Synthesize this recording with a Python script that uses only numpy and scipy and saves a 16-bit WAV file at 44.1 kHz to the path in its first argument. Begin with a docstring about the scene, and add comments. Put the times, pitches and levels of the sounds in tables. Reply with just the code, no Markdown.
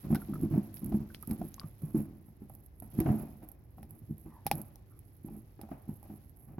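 """A dog gnaws a raw meaty bone on a wooden deck, close by, in a quiet garden.
Impacts and stick-slip friction of the bone excite the modes of the boards. Teeth clack on the bone
and rasp over gristle, the tongue pops and licks through cavity resonance, and bursting bubbles and
wet films make the meat crackle. The same tugs of the jaws drive the drag, the rasp and the crackle."""
import sys
import numpy as np
from scipy import signal
from scipy.fft import rfft, irfft, next_fast_len
from scipy.io import wavfile
from scipy.ndimage import uniform_filter1d

SR = 44100
rng = np.random.default_rng(int(sys.argv[2]) if len(sys.argv) > 2 else 0)


def dump(signal):
    """Clip the signal to [-1, 1] and save it as 16-bit WAV at the path in sys.argv[1]."""
    limited = np.clip(np.atleast_2d(signal).T, -1, 1)
    pcm = np.round(limited * 32767).astype(np.int16)
    wavfile.write(sys.argv[1], SR, pcm)


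N = 290619
TIME = np.arange(N) / SR
BRIEF = TIME[:SR // 2]  # time axis of one short event
ANTIPHASE = np.array([[1], [-1]])

# Levels in the tables are relative: each layer applies its own gain.
# Garden air. Each row: frequency in Hz, level in dB.
AIR_SPECTRUM = [(15, -24.5), (25, -14), (48, 4), (108, 5.5), (195, -10.5), (309, -9.5), (560, -21.5),
                (775, -23.5), (1480, -36), (1940, -32), (3340, -49), (5280, -49.5), (7920, -61.5),
                (9840, -53.5), (11600, -43), (16000, -41.5)]
# Left-right likeness of the air. Each row: frequency in Hz, coherence from 0 to 1.
AIR_COHERENCE = [(60, 1), (300, 0.69), (1000, 0.17), (3000, 0), (12000, .05)]
# Chewing that goes on between tugs. Each row: time in seconds, level in dB.
CHEWING_LEVEL = [(0.0, -57.5), (0.86, -62.5), (1.0, -63), (1.44, -61.5), (2.32, -72.5), (2.83, -73.5),
                 (3.01, -54.5), (3.57, -75.5), (4.58, -67.5), (4.94, -71.5), (6.22, -67.5), (6.55, -84)]
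# Tugs of the jaws. Each row: start and length in seconds, then drag, rasp and wet crackle levels in dB.
JAW_TUGS = [(0.045, 0.052, -35, -55, -87), (0.113, 0.039, -25, -51.5, -77),
            (0.291, 0.12, -35.5, -58.5, -90), (0.428, 0.033, -26.5, -55, -68),
            (0.518, 0.056, -25, -50.5, -84), (0.752, 0.024, -61, -63, -55), (0.827, 0.073, -34, -58.5, -66),
            (0.922, 0.049, -28.5, -55, -58), (1.007, 0.018, -32.5, -58.5, -96),
            (1.297, 0.032, -31, -54, -53), (1.399, 0.053, -35.5, -59.5, -69),
            (1.595, 0.089, -55, -63.5, -86), (1.821, 0.085, -44.5, -61, -62.5),
            (1.954, 0.052, -26.5, -51, -52), (2.42, 0.01, -40, -62.5, -73), (2.493, 0.1, -59.5, -66.5, -68),
            (2.831, 0.013, -43, -61.5, -55), (2.942, .04, -39.5, -58, -82), (2.987, 0.014, -23.5, -54, -55),
            (3.06, 0.093, -24.5, -51.5, -58.5), (3.193, 0.043, -37, -50, -60), (3.428, 0.01, -53, -53, -67),
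            (3.781, 0.063, -46.5, -63, -70), (3.892, 0.077, -52, -66.5, -68.5),
            (4.096, 0.0089, -38, -70, -64), (4.182, 0.053, -67, -76, -65.5),
            (4.262, 0.013, -41.5, -59, -72), (4.516, 0.09, -38, -50, -55), (5.268, 0.11, -41, -61.5, -66.5),
            (5.62, 0.042, -52.5, -62.5, -80), (5.71, 0.037, -43.5, -56, -78), (5.885, 0.02, -39, -60, -64),
            (6.042, 0.015, -54, -56.5, -71), (6.099, 0.042, -43, -62, -74), (6.365, 0.087, -64, -69, -63),
            (6.482, 0.057, -48.5, -61, -70.5)]
# Films of saliva and strands of meat snap. Each row: start in seconds, level in dB.
FILM_SNAPS = [(0.413, -34.5), (0.7426, -30), (0.772, -43), (0.7941, -36), (0.8446, -31), (0.8612, -30.5),
              (0.895, -38), (1.226, -29), (1.274, -26.5), (1.564, -39), (1.603, -34.5), (1.6844, -45),
              (1.968, -35), (2.497, -38), (2.538, -41), (2.551, -35), (2.662, -38), (2.801, -34),
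              (3.4885, -33), (3.5165, -36.5), (3.908, -34.5), (3.991, -44), (4.181, -40), (4.24, -51),
              (4.5543, -29), (4.581, -28), (4.6163, -25.5), (4.9912, -39), (5.1672, -48), (5.8556, -54),
              (5.9404, -46), (6.295, -45), (6.3712, -45)]
# Wet crackle. Each row: frequency in Hz, level in dB.
WET_SPECTRUM = [(900, -24.5), (2500, -24), (5500, -26.5), (7500, -23), (9200, -15), (11300, 2.5),
                (12800, -2.5), (14300, -11), (15500, -10), (17000, -5)]
# Modes of the deck boards. Each row: frequency in Hz, level in dB, 60 dB decay time in seconds.
BOARD_MODES = [(54.5, -5.5, 0.28), (107.5, -8.5, 0.37), (153, 2, 0.11), (212.2, 6, 0.081), (268, -4, 0.079),
               (317.4, -5, 0.14), (402, -5.5, 0.029)]
# Bone hits deck. Each row: start in seconds, boom level in dB, boom centre in Hz, knock level in dB.
BONE_BUMPS = [(0.104, -19.5, 196, -35.5), (0.126, -15.5, 216, -33), (0.294, -26, 182, -54),
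              (0.324, -27.5, 179, -91), (0.433, -18, 230, -48), (0.538, -15, 213, -37.5),
              (0.577, -15.5, 264, -41.5), (0.829, -32, 236, -71), (0.855, -26, 201, -54),
              (0.943, -14.5, 228, -44), (1.277, -27, 192, -48), (1.311, -19, 195, -41),
              (1.414, -26, 190, -48), (1.642, -29.5, 122, -68), (1.834, -24, 156, -73),
              (1.946, -13, 256, -47), (1.964, -24, 223, -60), (2.283, -42.5, 156, -56),
              (2.822, -35.5, 187, -43), (2.988, -20, 246, -37), (3.005, -16, 210, -36),
              (3.061, -25, 243, -25.5), (3.088, -18, 242, -28.5), (3.102, -18, 220, -37.5),
              (3.432, -37, 238, -51), (4.018, -38.5, 108, -65), (4.108, -24, 148, -59.5),
              (4.26, -31.5, 212, -60), (4.458, -30, 161, -44), (4.516, -27.5, 294, -38.5),
              (4.535, -28, 123, -61), (5.246, -29.5, 264, -54), (5.592, -38.5, 347, -47.5),
              (5.633, -35, 344, -45.5), (5.715, -33, 346, -36), (5.891, -24, 124, -49.5),
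              (6.1, -33.5, 207, -50), (6.582, -28, 210, -37)]
# Knock of the bone. Each row: frequency in Hz, level in dB.
KNOCK_SPECTRUM = [(200, -7.5), (340, -4.5), (520, -1.5), (720, 6.5), (1100, -7.5), (1700, -14),
                  (2600, -23.5), (4000, -40.5), (8000, -43)]
# Teeth on gristle. Each row: frequency in Hz, level in dB.
RASP_SPECTRUM = [(300, -26.5), (550, 7.5), (780, 1), (1100, -4), (1700, -14), (2500, -15.5), (3300, -26.5),
                 (5200, -27.5), (7500, -34.5), (16000, -17)]
# Modes of the bone in the jaws. Each row: frequency in Hz, level in dB, 60 dB decay time in seconds.
BONE_MODES = [(750, -85, 0.017), (813, 26.5, 0.04), (920, 9.5, 0.03), (1110, -1, 0.033), (2460, 5, 0.02)]
# The head comes down from chewing to gnawing. Each row: time in seconds, share of contact with the bone.
BONE_CONTACT = [(2.0, 0), (2.4, 1)]
# Teeth hit bone. Each row: start in seconds, crack level in dB, pitch in Hz, ring and edge levels in dB.
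TOOTH_CLACKS = [(0.1476, -33, 2060, -39.5, -38.5), (0.1555, -28, 2120, -59, -38),
                (0.7699, -36, 3200, -71, -56), (1.1467, -29.5, 3270, -70, -57),
                (1.3108, -35.5, 2220, -44, -40), (1.5422, -41.5, 6500, -63, -50),
                (1.5968, -35, 4800, -61, -55), (2.823, -59.5, 2160, -63.5, -50),
                (3.0026, -33.5, 2260, -67, -27), (3.8301, -47.5, 1920, -53, -50.5),
                (4.4662, -21, 2220, -26.5, -29), (4.514, -18.5, 2450, -20, -29),
                (4.7576, -52, 5830, -59, -51), (5.286, -75, 2100, -48, -75),
                (5.6141, -39, 2800, -47.5, -44), (6.029, -57, 2040, -50.5, -51)]
# Crack of a tooth, also the tongue's squelch. Each row: frequency in Hz, level in dB.
CRACK_SPECTRUM = [(600, 4.5), (1700, -1), (2350, -0.5), (3000, -4), (3850, 0.5), (4600, -3.5), (5200, 2),
                  (7300, -17.5), (8300, -8.5), (9000, 4), (9800, -20.5), (16000, 2.5)]
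# Bright edge of a clack. Each row: frequency in Hz, level in dB.
EDGE_SPECTRUM = [(3000, -64), (7500, -19), (9000, -8.5), (9800, -7), (11200, 5), (13300, -6), (14200, -2),
                 (15400, -10), (17000, 1.5)]
# The tongue pops off the palate. Each row: start in seconds, level in dB, initial cavity pitch in Hz.
TONGUE_POPS = [(0.151, -32.5, 1470), (0.218, -46.5, 1340), (0.335, -38.5, 1266), (0.356, -42.5, 1254),
               (0.922, -35, 773), (1.101, -50.5, 1470), (1.23, -43.5, 1210), (1.415, -33.5, 690),
               (1.581, -42.5, 1050), (1.614, -42.5, 1110), (1.633, -42.5, 1150), (2.499, -42.5, 710),
               (3.783, -42.5, 710), (5.689, -44, 780)]
# Tongue slides on meat. Each row: start and length in seconds, level in dB, initial cavity pitch in Hz.
TONGUE_LICKS = [(4.261, .2, -63.5, 1127), (4.865, .14, -76, 1373)]
# Response of the two microphone ports. Each row: frequency in Hz, left minus right in dB.
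PORT_DIFFERENCE = [(100, -2), (700, 0.1), (1500, 1), (2800, 3), (5500, 12), (7500, 3), (9300, 6.5),
                   (11200, -16.5), (13000, -10.5), (15500, 9.5)]


def from_db(db):
    """Decibels to amplitude ratio."""
    return 10 ** (np.asarray(db) / 20)


def rms_one(x):
    """Normalise to unit rms."""
    return x / np.sqrt(np.mean(x ** 2) + 1e-20)


def peak_one(x):
    """Normalise to unit peak."""
    return x / (np.abs(x).max() + 1e-20)


def at_hz(points, hz):
    """Interpolate on a log-frequency axis."""
    f, value = np.transpose(points)
    return np.interp(np.log(np.maximum(hz, 1)), np.log(f), value)


def in_time(rows):
    """Interpolate linearly in time."""
    return np.interp(TIME, *np.transpose(rows))


def band(x, order, hz, kind="low"):
    """Maximally flat filter."""
    return signal.sosfilt(signal.butter(order, hz, kind, fs=SR, output="sos"), x)


def colour(x, spectrum):
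    """Minimum-phase filter: folding the cepstrum of a dB spectrum makes it causal."""
    size = 2 * next_fast_len(x.shape[-1] // 2 + 2048)
    gain = from_db(at_hz(spectrum, np.fft.rfftfreq(size, 1 / SR)))
    cepstrum = irfft(np.log(gain))
    cepstrum[1:size // 2] *= 2
    cepstrum[size // 2 + 1:] = 0
    return irfft(rfft(x, size) * np.exp(rfft(cepstrum)))[..., :x.shape[-1]]


def add(track, start_s, sound):
    """Superpose a sound on a track."""
    start = max(round(start_s * SR), 0)
    track[..., start:start + sound.shape[-1]] += sound[..., :N - start]


def decay(t60):
    """Exponential damping: 60 dB in t60 seconds."""
    return from_db(-60 * BRIEF / t60)


def struck(modes, vary_db, detune=0):
    """Modal superposition: each point of contact weights the damped modes anew and may shift them."""
    ring = 0
    for hz, db, t60 in modes:
        gain = from_db(db + vary_db * rng.normal())
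        shifted_hz = hz * (1 + detune * rng.normal())
        ring += gain * decay(t60) * np.sin(2 * np.pi * shifted_hz * BRIEF)
    return ring


def burst(t60, tail_db, tail_t60, channels=2):
    """Scattering: brief noise, then its tail off the boards, different in each channel."""
    envelope = decay(t60) + from_db(tail_db) * decay(tail_t60)
    return rng.standard_normal((channels, len(BRIEF))) * envelope


def fracture(t60, tail_db, tail_t60, grit):
    """Fracture: one impulse with a spray of finer breaks behind it."""
    return (BRIEF == 0) + grit * burst(t60, tail_db, tail_t60)


def grains(per_s, spread_db):
    """Shot noise: random clicks of uneven size."""
    sizes = from_db(spread_db * np.minimum(rng.exponential(1, N), 4))
    return sizes * rng.choice([-1, 1], N) * (rng.random(N) < per_s / SR)


def excite(force, response):
    """Convolution: every impulse of the force sets off the response."""
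    return signal.fftconvolve(np.atleast_2d(force), np.atleast_2d(response), axes=1)[:, :N]


def steady(x, span_s):
    """Hold the running rms near 1, keeping the fine grain."""
    power = uniform_filter1d(np.atleast_2d(x ** 2).mean(0), int(span_s * SR))
    return x / np.sqrt(np.abs(power) + 1e-4 * np.mean(x ** 2))


def flutter(hz):
    """Smooth random modulation of unit rms."""
    return rms_one(band(rng.standard_normal(N), 2, hz))


def tug_envelope(layer, attack_s, release_s, linger_db, linger_s):
    """Tugs add in power: each swells, holds and lets go, then settles slowly."""
    column = ("drag", "rasp", "wet").index(layer)
    power, t = np.zeros(N), TIME[:SR]
    for start, length, *levels in JAW_TUGS:
        swell = np.minimum(t / attack_s, 1) ** 2
        after = np.maximum(t - attack_s - length, 0)
        fall_db = np.maximum(-60 * after / release_s, linger_db - 60 * after / linger_s)
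        add(power, start - attack_s, (from_db(levels[column] + fall_db) * swell) ** 2)
    return np.sqrt(power)


def garden(level_db=-55.5):
    """Partial coherence: still air has a rumble common to both sides under a faint wide hiss."""
    coherence = at_hz(AIR_COHERENCE, np.fft.rfftfreq(N, 1 / SR))
    mid, side = rfft(rng.standard_normal((2, N)))
    air = irfft(np.sqrt(1 + coherence) * mid + np.sqrt(1 - coherence) * side * ANTIPHASE, N)
    return from_db(level_db) * rms_one(colour(air, AIR_SPECTRUM))


def saliva(chewing, level_db=-10, low_hz=1100, high_hz=6500, ring_cycles=2):
    """Bubble resonance: countless tiny bubbles burst between tongue and gums and ring briefly."""
    bubbles = []
    for hz in np.geomspace(low_hz, high_hz, 9):
        bursts = grains(per_s=260, spread_db=1.5)
        bubbles.append(excite(bursts, struck([(hz, 0, ring_cycles / hz)], vary_db=4)))
    left, right = sum(bubbles[::2]), sum(bubbles[1::2])
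    return chewing * from_db(level_db) * rms_one(np.vstack([left, right]))


def meat(squeeze, snap_db=-0.5, crackle_db=-5, spurt_db=1.5, places=4):
    """Film rupture: a few loud snaps over spurts of fine crackle from several places in the mouth."""
    crackle = 0
    for _ in range(places):
        ruptures = grains(per_s=90, spread_db=1)
        crackle += excite(ruptures, fracture(t60=0.00092, tail_db=-12.5, tail_t60=0.051, grit=0.94))
    spurts = from_db(crackle_db + spurt_db * flutter(hz=22.5))
    out = squeeze * spurts * steady(colour(crackle, WET_SPECTRUM), span_s=0.053)
    for start, db in FILM_SNAPS:
        snap = fracture(t60=0.0066, tail_db=-11.5, tail_t60=0.052, grit=0.19)
        add(out, start, from_db(db + snap_db) * peak_one(colour(snap, WET_SPECTRUM)))
    return out


def rasp(pressure, gristle_db=-2.5, hollow_db=-13.5, bare_db=-3.5):
    """Friction: teeth catch densely on gristle; on bare bone its resonance turns the scrape hollow."""
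    contact = in_time(BONE_CONTACT)
    catches = rms_one(grains(per_s=790, spread_db=0.5)) + rng.standard_normal((2, N))
    gristle = steady(colour(catches, RASP_SPECTRUM), span_s=0.1)
    hollow = steady(excite(catches, struck(BONE_MODES, vary_db=4)), span_s=0.04)
    gristle_gain = from_db(gristle_db + bare_db * contact)
    return pressure * (gristle_gain * gristle + from_db(hollow_db) * contact * hollow)


def cushioned(x, top_hz=390, bottom_hz=95):
    """Band limiting: meat cushions the top off a blow, and open boards radiate little deep bass."""
    return band(band(x, 8, top_hz), 2, bottom_hz, "high")


def bone_drag(drag, slip_db=-5, far_gain=0.14, joists_db=-21, joists_hz=(39.3, 82)):
    """Stick-slip friction of the bone drives the boards, and the joists rumble below."""
    board = cushioned(struck(BOARD_MODES, vary_db=1.5))
    slips = [excite(grains(per_s=410, spread_db=4.5), board) for _ in range(2)]
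    near, far = [steady(slip, span_s=0.0208) for slip in slips]
    boards = near + far_gain * far * ANTIPHASE  # distant boards reach the two ports out of step
    joists = steady(band(rng.standard_normal(N), 2, joists_hz, "band"), span_s=0.11)
    return drag * (from_db(slip_db) * boards + from_db(joists_db) * joists)


def boom(centre_hz, focus_db=33.5):
    """Selective excitation: a long push wakes the low modes of the boards, a short one the high."""
    modes = [(hz, db - focus_db * np.log2(hz / centre_hz) ** 2, t60) for hz, db, t60 in BOARD_MODES]
    return peak_one(cushioned(struck(modes, vary_db=8, detune=0.022)))


def bone_bumps(boom_db=-2, lead_s=0.002, scatter_gain=0.69):
    """Impact: the boards boom and the bone gives a knock that scatters to both sides."""
    out = np.zeros((2, N))
    for start, boom_level, hz, knock_level in BONE_BUMPS:
        add(out, start - lead_s, from_db(boom_level + boom_db) * boom(hz))
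        direct, scattered = colour(burst(t60=0.045, tail_db=-9, tail_t60=0.55), KNOCK_SPECTRUM)
        knock = peak_one(direct + scatter_gain * scattered * ANTIPHASE)
        add(out, start, from_db(knock_level) * knock)
    return out


def tooth_clacks(note_db=-10.5, ring_db=1, edge_db=13, focus_db=1.32):
    """Impulse excitation: a slipping tooth makes a crack centred on a short note, and the bone rings."""
    out = np.zeros((2, N))
    for start, crack_level, hz, ring_level, edge_level in TOOTH_CLACKS:
        spectrum = [(f, db - focus_db * np.log2(f / hz) ** 2) for f, db in CRACK_SPECTRUM]
        crack = fracture(t60=0.0027, tail_db=-5.5, tail_t60=0.069, grit=0.14)
        note = struck([(hz, 0, 0.006)], vary_db=6.5)
        ring = struck(BONE_MODES, vary_db=2, detune=0.006)
        edge = fracture(t60=0.0096, tail_db=-17, tail_t60=0.085, grit=0.29)
        add(out, start, from_db(crack_level) * peak_one(colour(crack, spectrum)))
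        add(out, start, from_db(crack_level + note_db) * note)
        add(out, start, from_db(ring_level + ring_db) * peak_one(ring))
        add(out, start, from_db(edge_level + edge_db) * peak_one(colour(edge, EDGE_SPECTRUM)))
    return out


def tongue_pops(pop_db=-1.5, t60=0.021, rise_per_s=4.2, squelch_db=-20,
                split_db=-13.5, split_s=0.0073, split_octaves=0.53, bubbles=4):
    """Cavity resonance: a wet pocket tears open, rings upward and splits into smaller, higher bubbles."""
    out = np.zeros((2, N))
    for start, db, hz in TONGUE_POPS:
        phase = 2 * np.pi * hz * BRIEF * (1 + rise_per_s * np.minimum(BRIEF, t60))
        scatter = burst(t60=0.013, tail_db=-13.5, tail_t60=0.09, channels=1)
        pop = excite(np.sin(phase) * decay(t60), scatter)
        squelch = colour(burst(t60=0.032, tail_db=-17, tail_t60=0.071), CRACK_SPECTRUM)
        add(out, start, from_db(db + pop_db) * peak_one(pop))
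        add(out, start, from_db(db + squelch_db) * peak_one(squelch))
        for late, higher in rng.random((bubbles, 2)):
            bubble = np.sin(phase * 2 ** (higher * split_octaves)) * decay(t60=0.005)
            add(out, start + late * split_s, from_db(db + split_db) * bubble)
    return out


def licks(width_hz=260, sag_per_s=1.5, upper_ratio=1.85, upper_db=-15):
    """Formants: soft friction sounds in two resonances of the mouth, which sink as the jaws open."""
    out = np.zeros((2, N))
    for start, length, db, hz in TONGUE_LICKS:
        phase = 2 * np.pi * np.cumsum(hz * np.exp(-sag_per_s * BRIEF)) / SR
        lower, upper = band(rng.standard_normal((2, len(BRIEF))), 2, width_hz / 2)
        mouth = lower * np.sin(phase) + from_db(upper_db) * upper * np.sin(upper_ratio * phase)
        stroke = np.sin(np.pi * np.minimum(BRIEF / length, 1))
        add(out, start, from_db(db) * stroke * rms_one(mouth))
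    return out


def scene(stir_db=3.5):
    """Superposition of deck, mouth and garden; the same tugs drive boards, gristle and meat."""
    drag = tug_envelope("drag", attack_s=0.022, release_s=0.19, linger_db=-12, linger_s=0.9)
    pressure = tug_envelope("rasp", attack_s=0.023, release_s=0.15, linger_db=-7, linger_s=0.88)
    squeeze = tug_envelope("wet", attack_s=0.013, release_s=0.14, linger_db=-18, linger_s=0.34)
    chewing = from_db(in_time(CHEWING_LEVEL))
    squeeze += chewing * from_db(stir_db * flutter(hz=10.8))
    deck = bone_drag(drag) + bone_bumps()
    mouth = tooth_clacks() + tongue_pops() + licks() + saliva(chewing) + meat(squeeze) + rasp(pressure)
    return deck + mouth + garden()


def record(dry, cutoff_hz=16300):
    """Frequency response: each microphone port adds its colour, and the top is cut steeply."""
    left = colour(dry[0], [(hz, db / 2) for hz, db in PORT_DIFFERENCE])
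    right = colour(dry[1], [(hz, -db / 2) for hz, db in PORT_DIFFERENCE])
    return signal.sosfilt(signal.ellip(10, 0.1, 80, cutoff_hz, fs=SR, output="sos"), [left, right])


dry = scene()
out = record(dry)
dump(out)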